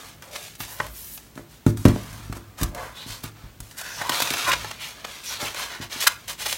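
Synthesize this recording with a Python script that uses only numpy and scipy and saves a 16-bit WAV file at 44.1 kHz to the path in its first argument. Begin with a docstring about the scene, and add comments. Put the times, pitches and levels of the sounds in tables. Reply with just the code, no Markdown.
"""Leafing through a sketchbook

A hardback sketchbook is closed, laid on a desk in a small room, opened again and leafed through.
Sheets slide over each other and under the fingers in stick-slip friction, snap as they buckle and
flick as their edges slip free. Cover and spine strike the desk top and excite its modes as thumps;
handling adds a low rumble, and the room a short reverberation and faint steady noise."""
import sys
import numpy as np
from scipy import signal
from scipy.fft import rfft, irfft
from scipy.io import wavfile

SR = 44100
rng = np.random.default_rng(int(sys.argv[2]) if len(sys.argv) > 2 else 0)


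def store_pcm(level_fs):
    """Save levels as 16-bit WAV."""
    pcm = np.round(np.clip(level_fs, -1, 1) * 32767).astype(np.int16)
    wavfile.write(sys.argv[1], SR, np.atleast_2d(pcm).T)


N = 289808
TIME = np.arange(N) / SR

# modes of the damped desk top and standing waves of the room: (frequency [Hz], level [dB], T60 [s])
DESK_MODES = [(57.7, -13.5, 0.37), (107.8, -8, 0.34), (150.3, -2, 0.17), (195.7, -15, 0.3),
              (239.5, 9, 0.03), (250.8, -12.5, 0.086), (283.6, -5, 0.15), (339.4, -7, 0.31),
              (424, -13, 0.19), (497, -13.5, 0.17), (570, -20, 0.2), (591, -7.5, 0.15), (676, -20, .07),
              (910, -32, .1), (1280, -31, .08), (1400, -28, 0.12)]


def paper():
    """Source and filter: friction noise in three bands (flexing, rubbing, hiss) drives the sheet."""
    # Butterworth stages of each band: (cutoff [Hz], kind, order)
    flexing = [(1517, "low", 4), (640, "high", 1), (163, "high", 2)]
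    rubbing = [(1540, "high", 3), (6680, "low", 4)]
    hiss = [(5540, "high", 3), (12100, "low", 1)]
    friction = np.zeros(N)
    for envelope, band in zip(paper_envelopes(), [flexing, rubbing, hiss]):
        slips = fibre_slips(per_s=3000, spread_db=3.5)
        steady_rms = np.std(sheet(cascade(slips, band)))
        friction += cascade(slips * envelope, band) / steady_rms
    return early_reflections(sheet(friction) + brief_rings(), sway=0.0843, sway_hz=2.0)


def paper_envelopes():
    """Incoherent sources add in power: strokes, buckles and flicks give each band its amplitude."""
    # a hand slides paper or board along:
    # (start [s], duration [s], rubbing [dB], flexing [dB re rubbing], hiss [dB re rubbing])
    strokes = [(-.03, .12, -46.5, -2.5, -1.5), (0.205, 0.075, -52.5, 2, 0), (0.302, 0.17, -43, -11, -0.5),
               (0.587, 0.057, -39.5, -7.5, -1.5), (0.661, 0.078, -46.5, 0, 3.5), (0.76, 0.1, -46, 1.5, 1),
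               (0.926, 0.23, -51, -8.5, 6.5), (1.345, 0.047, -56.5, 7, 4), (1.48, 0.077, -56.5, -4, 1),
               (1.659, 0.019, -41.5, 6.5, 6.5), (1.758, 0.089, -53.5, 2.5, 8), (1.843, 0.053, -40, 7.5, -1),
               (1.92, 0.32, -46.5, 1.5, -1), (2.325, 0.039, -50.5, 6, 2), (2.4, 0.17, -72, 13.5, -20),
               (2.57, 0.066, -41, 5, 2), (2.745, 0.12, -47.5, 10, 0), (2.936, 0.1, -46.5, -1.5, -3.5),
               (3.057, 0.089, -42, -2.5, 0.5), (3.218, .035, -41.5, 0, -1.5), (3.336, 0.14, -56, 3, -7),
               (3.6, 0.21, -57, -4, 4.5), (3.764, 0.029, -36.5, -4, 3), (3.817, 0.31, -42, -3.5, -1),
               (3.96, 0.23, -38.5, 2, -6), (4.097, 0.29, -29.5, -3, -3.5), (4.356, 0.18, -30, -5.5, -7),
               (4.578, .14, -40.5, -4.5, -6), (4.787, 0.099, -38.5, -5.5, -4), (4.939, 0.23, -48, -3, -8),
               (5.047, 0.14, -42.5, -5, -5), (5.22, 0.087, -38.5, -18.5, -2),
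               (5.28, 0.061, -33.5, -5, -4.5), (5.383, 0.094, -33, -2.5, -3.5),
               (5.544, 0.095, -32.5, -3, -5), (5.679, 0.073, -39, -0.5, -7.5),
               (5.801, 0.023, -32.5, -2, -8), (5.892, 0.12, -35, -6, -6), (5.995, 0.032, -26, -12, 0),
               (6.064, 0.054, -39, -4.5, -1.5), (6.166, 0.098, -53, -3, -3.5),
               (6.273, 0.021, -28, -6, -1.5), (6.375, 0.052, -33, -7, -2.5),
               (6.454, 0.073, -30.5, -9.5, -1.5)]
    # sharp snaps and taps of paper and board:
    # (time [s], rubbing [dB], flexing [dB re rubbing], hiss [dB re rubbing])
    snaps = [(0.222, -39.5, 3, -3.5), (.428, -46, -9, 6), (0.464, -45, -2, -12), (0.552, -46, -16, 4),
             (.603, -30.5, -0.5, -12), (.61, -48, -4, 8), (0.801, -36.5, 17, -7), (.865, -47, 5, 5),
             (1.176, -42.5, -2, 3), (1.265, -59.5, 1, -1), (1.355, -52, -2, 2.5), (1.376, -48.5, 12.5, -4),
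             (1.664, -39, 12.5, 5.5), (1.772, -47, 6.5, 12), (1.853, -22, 8, -2.5), (1.882, -35, -1, 3.5),
             (2.128, -53, -3, 10), (2.325, -38.5, 6, -2), (2.368, -52, 1, 7), (2.613, -35.5, -8, 5.5),
             (2.631, -27, -13, 5.5), (2.747, -41.5, 3.5, 4.5), (3.237, -39, -0.5, 1), (3.603, -44, 1, 9),
             (3.711, -45, -0.5, 2), (3.783, -44, -6, 11), (3.813, -35.5, 2, 2), (4.094, -21.5, 1, -1),
             (4.202, -25.5, 0, 0), (4.221, -20.5, -3.5, 2), (4.273, -24, -6, -18), (4.304, -21, -12, -4),
             (4.337, -21.5, -6.5, -5.5), (4.517, -20.5, -4, -7), (4.645, -39.5, 10, -1),
             (5.545, -32, 2.5, -4), (6.005, -33, -10, 2), (6.28, -32.5, -21, 0), (6.526, -22, -9.5, -4)]
    # an edge slips free in a short Gaussian swell:
    # (time [s], rubbing [dB], flexing [dB re rubbing], hiss [dB re rubbing], half length [s])
    flicks = [(0.36, -32.5, -5, -6.5, 0.0053), (4.017, -35.5, 9.5, -1, .003), (4.489, -32, 9, 3.5, 0.008),
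              (4.534, -21, -0.5, -8, 0.0032), (4.714, -31, -1.5, -12, 0.0024), (5.05, -29, -2, -13, 0.0025),
              (6.042, -29, 2.5, -3, 0.0014), (6.075, -13, -14, -1, .003), (6.464, -25, -3.5, -4, 0.004)]
    judder_db, judder_hz = 0.78, 56.3  # sliding paper catches and jerks
    crinkles_per_s, crinkle_db = 12, -5.5  # chance buckles, level relative to the sliding
    sliding = sum(band_power(*levels) * stroke(start, length) ** 2 for start, length, *levels in strokes)
    power = sliding * from_db(judder_db * drift(judder_hz)) ** 2
    crinkles = rng.random(N) < crinkles_per_s / SR
    kicks = sliding * crinkles * from_db(crinkle_db) ** 2
    for time, *levels in snaps:
        kicks[:, [int(time * SR)]] += band_power(*levels)
    for time, *levels, half_length in flicks:
        near = abs(TIME - time) < 5 * half_length
        swell = np.exp(-.5 * ((TIME[near] - time) / half_length) ** 2)
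        power[:, near] += band_power(*levels) * swell
    return np.sqrt(power + buckle(kicks))


def band_power(rub_db, flex_db, hiss_db):
    """Power is amplitude squared: one event's flexing, rubbing and hiss, as a column."""
    return from_db([[rub_db + flex_db], [rub_db], [rub_db + hiss_db]]) ** 2


def stroke(start, length):
    """Friction follows the hand's speed: a linear attack, a slow sag, then an exponential release."""
    attack_s, sag_db_per_s = 0.034, 17
    release_t60 = 0.11 + 2.38 * length
    age = np.maximum(TIME - start, 0)
    fall_db = sag_db_per_s * np.minimum(age, length) + 60 * np.maximum(age - length, 0) / release_t60
    return np.minimum(age / attack_s, 1) * from_db(-np.minimum(fall_db, 200))


def buckle(kicks):
    """Buckling frees stored elastic energy: the power of a short crack, then of a longer shiver."""
    def decay(t60):
        return signal.lfilter([1], [1, -from_db(-60 / (t60 * SR)) ** 2], kicks + 1e-18)
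    crack_db, rise_s = 2, 0.0006
    crack = from_db(crack_db) ** 2 * decay(t60=0.01)
    shiver = decay(t60=0.04)
    lag = np.exp(-1 / (rise_s * SR))
    return signal.lfilter([1 - lag], [1, -lag], crack + shiver)


def fibre_slips(per_s, spread_db):
    """Shot noise: fibres catch and let go in uneven clicks, over a smooth hiss of equal power."""
    slipping = rng.random(N) < per_s / SR
    sizes = from_db(spread_db * np.minimum(rng.exponential(1, N), 5))
    clicks = slipping * sizes * rng.choice([-1, 1], N)
    return rms_one(rms_one(clicks) + rng.standard_normal(N))


def sheet(x):
    """Resonance: a held sheet reinforces the excitation near its natural frequencies."""
    # resonances of the sheet: (frequency [Hz], bandwidth [Hz], level [dB re excitation])
    sheet_modes = [(676, 62, 2.5), (1130, 36, -46), (1240, 48, -11), (1687, 123, 1), (2550, 1600, 2),
                   (3690, 690, -4.5), (6070, 590, -14), (13800, 2800, -35)]
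    return x + sum(from_db(db) * resonance(x, hz, width_hz) for hz, width_hz, db in sheet_modes)


def brief_rings():
    """Resonance: paper or board rasps when rubbed and gives a pitched snap when it buckles or is tapped."""
    # paper or board rings briefly around one pitch:
    # (time [s], half length [s], frequency [Hz], nominal bandwidth [Hz], level [dB])
    rings = [(0.356, 0.051, 607, 160, -45), (.615, .01, 14000, 6000, -37), (0.727, .025, 14000, 6000, -44),
             (0.804, 0.0019, 1440, 852, -23.5), (0.832, 0.023, 602, 70, -42.5),
             (1.028, 0.058, 13650, 6000, -42), (1.142, 0.019, 13400, 6000, -40),
             (2.789, 0.026, 616, 220, -35), (2.804, 0.037, 1070, 300, -51), (3.011, .025, 3650, 747, -41),
             (3.121, 0.026, 4130, 1600, -41), (3.24, 0.0026, 14300, 5970, -36),
             (3.874, 0.05, 1570, 350, -41.5), (3.961, .039, 5700, 1100, -41.5),
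             (4.083, 0.023, 960, 150, -34.5), (4.1216, 0.00071, 2670, 900, -18.5),
             (4.185, 0.034, 3780, 600, -33.5), (4.493, 0.017, 1085, 128, -26),
             (4.495, .015, 1570, 500, -27), (4.518, .002, 1940, 900, -19.5),
             (4.839, .022, 2720, 1260, -36.5), (5.297, 0.018, 5630, 650, -35),
             (5.351, 0.032, 4030, 600, -40.5), (5.433, 0.017, 576, 300, -35),
             (5.471, .0087, 2520, 603, -32), (5.739, 0.03, 1670, 450, -43.5),
             (6.073, .003, 1400, 735, -14.5)]
    out = np.zeros(N)
    for time, half_length, hz, width_hz, db in rings:
        near = abs(TIME - time) < 5 * half_length
        excitation = rng.standard_normal(SR)
        stage_width_hz = 1.36 * width_hz  # two stages in series narrow the band
        ring = rms_one(resonance(resonance(excitation, hz, stage_width_hz), hz, stage_width_hz))
        swell = np.exp(-((TIME[near] - time) / (2 * half_length)) ** 2)
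        out[near] += from_db(db) * ring[-near.sum():] * swell
    return out


def thumps():
    """Impact excitation: the longer the contact, the narrower the spectrum and the duller the thud."""
    # the book knocks on the desk, or a page lands: (time [s], strength [dB], contact time [s])
    impacts = [(.603, -22, 0.0012), (0.8, -23.5, 0.0019), (1.361, -28, 0.00059), (1.377, -23, 0.0001),
               (1.395, -25, 0.00014), (1.665, 4.5, 0.00079), (1.854, 9.5, 0.00062), (1.862, -3.5, 0.0073),
               (1.879, 0, 0.00056), (1.962, -13, 0.000083), (2.129, -29, 0.0025), (2.201, -29, .0035),
               (2.298, -16, 0.0021), (2.326, -25, .00017), (2.367, -24.5, 0.00026), (2.612, -15, .0015),
               (2.623, -7.5, .006), (2.63, -14, 0.00069), (3.063, -24.5, 0.00094), (3.099, -26, 0.0071),
               (3.241, -18.5, 0.0012), (3.439, -26.5, 0.019), (3.602, -25, 0.0094), (4.099, -20, .00014),
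               (4.22, -20, 0.00036), (4.309, -17.5, 0.000078), (5.428, -21.5, 0.00049),
               (5.801, -20.5, 0.00063), (5.96, -26.5, .00045)]
    force = np.zeros(N)
    for time, db, contact_s in impacts:
        start = int(time * SR)
        contact_age = TIME[:SR // 8] / contact_s
        pulse = contact_age * np.exp(-contact_age)
        # soft pulses reach only the lowest modes, so each is divided by how strongly it is taken up
        uptake = sum(from_db(mode_db) / (1 + (2 * np.pi * hz * contact_s) ** 2)
                     for hz, mode_db, _ in DESK_MODES)
        force[start:start + len(pulse)] += from_db(db) * pulse / (pulse.sum() * uptake)
    return butter(desk(force), 40, "high", order=4)


def desk(force):
    """Modal superposition: the modes' velocities add, and their even spacing makes a thud flutter."""
    out = np.zeros(N)
    for hz, db, t60 in DESK_MODES:
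        radius, angle = from_db(-60 / (t60 * SR)), 2 * np.pi * hz / SR
        poles = [1, -2 * radius * np.cos(angle), radius ** 2]
        out += from_db(db) * signal.lfilter([.5, 0, -.5], poles, force + 1e-18)
    return out


def handling():
    """Forced vibration: hands and binding rub the desk into a rumble that swells with each shove."""
    # the book is pushed over the desk: (start [s], duration [s], level [dB])
    shoves = [(0.81, .11, -44), (1.718, 0.097, -30.5), (1.987, 0.79, -39.5), (2.642, 0.15, -37),
              (3.957, 0.13, -47), (4.436, 0.22, -40), (5.795, 0.053, -46)]
    holding_db = -55  # the hands merely hold the book
    shove_power = sum((from_db(db) * stroke(start, length)) ** 2 for start, length, db in shoves)
    envelope = np.sqrt(from_db(holding_db) ** 2 + shove_power)
    friction = butter(rng.standard_normal(N), 73, "low")
    rumble = butter(desk(friction), 41.3, "high", order=3)
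    return envelope * rms_one(rumble)


def early_reflections(x, sway, sway_hz):
    """Comb filtering: delayed copies interfere with the direct sound and shift as the pages move."""
    # paths by way of desk, pages and wall: (delay [s], gain [ratio])
    paths = [(.0009, 0.24), (.0021, 0.31), (.0047, -0.19), (.0083, 0.097)]
    reflected = np.zeros(N)
    for delay, gain in paths:
        moving_delay = delay * np.exp(sway * drift(sway_hz))
        reflected += gain * np.interp(TIME - moving_delay, TIME, x, left=0)
    return x + reflected


def reverberation(x):
    """A diffuse field decays exponentially; absorption at the walls dulls it."""
    level_db, t60, onset_s, wall_cutoff_hz = -19, 0.26, 0.006, 1150
    age = TIME[:SR // 2]
    tail = rng.standard_normal(len(age)) * from_db(-60 * age / t60) * (age > onset_s)
    tail = butter(tail, wall_cutoff_hz, "low", order=1)
    return from_db(level_db) * signal.fftconvolve(x, tail / np.linalg.norm(tail))[:N]


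def room_noise(level_db):
    """Stationary noise, shaped in frequency into a faint hum and hiss."""
    # spectrum of the quiet room: (frequency [Hz], relative spectral density [dB])
    noise_spectrum = [(25, -23), (55, 6), (110, -1.5), (170, 3), (500, -5.5), (1200, -11.5), (2100, -12.5),
                      (8000, -18.5), (10500, -23), (16000, -15)]
    hz, db = np.transpose(noise_spectrum)
    bin_hz = np.fft.rfftfreq(N, 1 / SR)
    colour = from_db(np.interp(np.log(bin_hz + 1), np.log(hz), db))
    noise = irfft(rfft(rng.standard_normal(N)) * colour, N)
    return from_db(level_db) * rms_one(noise)


def from_db(db):
    """Amplitude ratio of a level in decibels."""
    return 10 ** (np.asarray(db) / 20)


def rms_one(x):
    """Normalisation to unit mean power."""
    return x / np.sqrt(np.mean(x ** 2) + 1e-20)


def butter(x, hz, kind, order=2):
    """Causal Butterworth filter, maximally flat in its passband."""
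    return signal.sosfilt(signal.butter(order, hz, kind, fs=SR, output="sos"), x + 1e-18)


def cascade(x, stages):
    """Filters in series multiply their responses."""
    for hz, kind, order in stages:
        x = butter(x, hz, kind, order)
    return x


def resonance(x, hz, width_hz):
    """Damped oscillator: a two-pole band-pass with unit gain at its peak."""
    radius = np.exp(-np.pi * width_hz / SR)
    poles = [1, -2 * radius * np.cos(2 * np.pi * hz / SR), radius ** 2]
    return signal.lfilter(np.array([1, 0, -1]) * (1 - radius ** 2) / 2, poles, x)


def drift(hz):
    """Random modulation: low-passed noise of unit rms."""
    return rms_one(butter(rng.standard_normal(N + SR), hz, "low")[SR:])


def scene():
    """Superposition: direct sound of paper and desk, its reverberation, rumble and room noise."""
    direct = paper() + thumps()
    return (direct + reverberation(direct) + handling() + room_noise(level_db=-52))[None]


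def record(dry):
    """Clipping and band limiting: the loudest knock overloads, and a steep low-pass cuts the top."""
    cutoff_hz = 16000
    low_pass = signal.ellip(10, .1, 80, cutoff_hz, fs=SR, output="sos")
    return signal.sosfilt(low_pass, np.clip(dry, -1, 1))


dry = scene()
out = record(dry)
store_pcm(out)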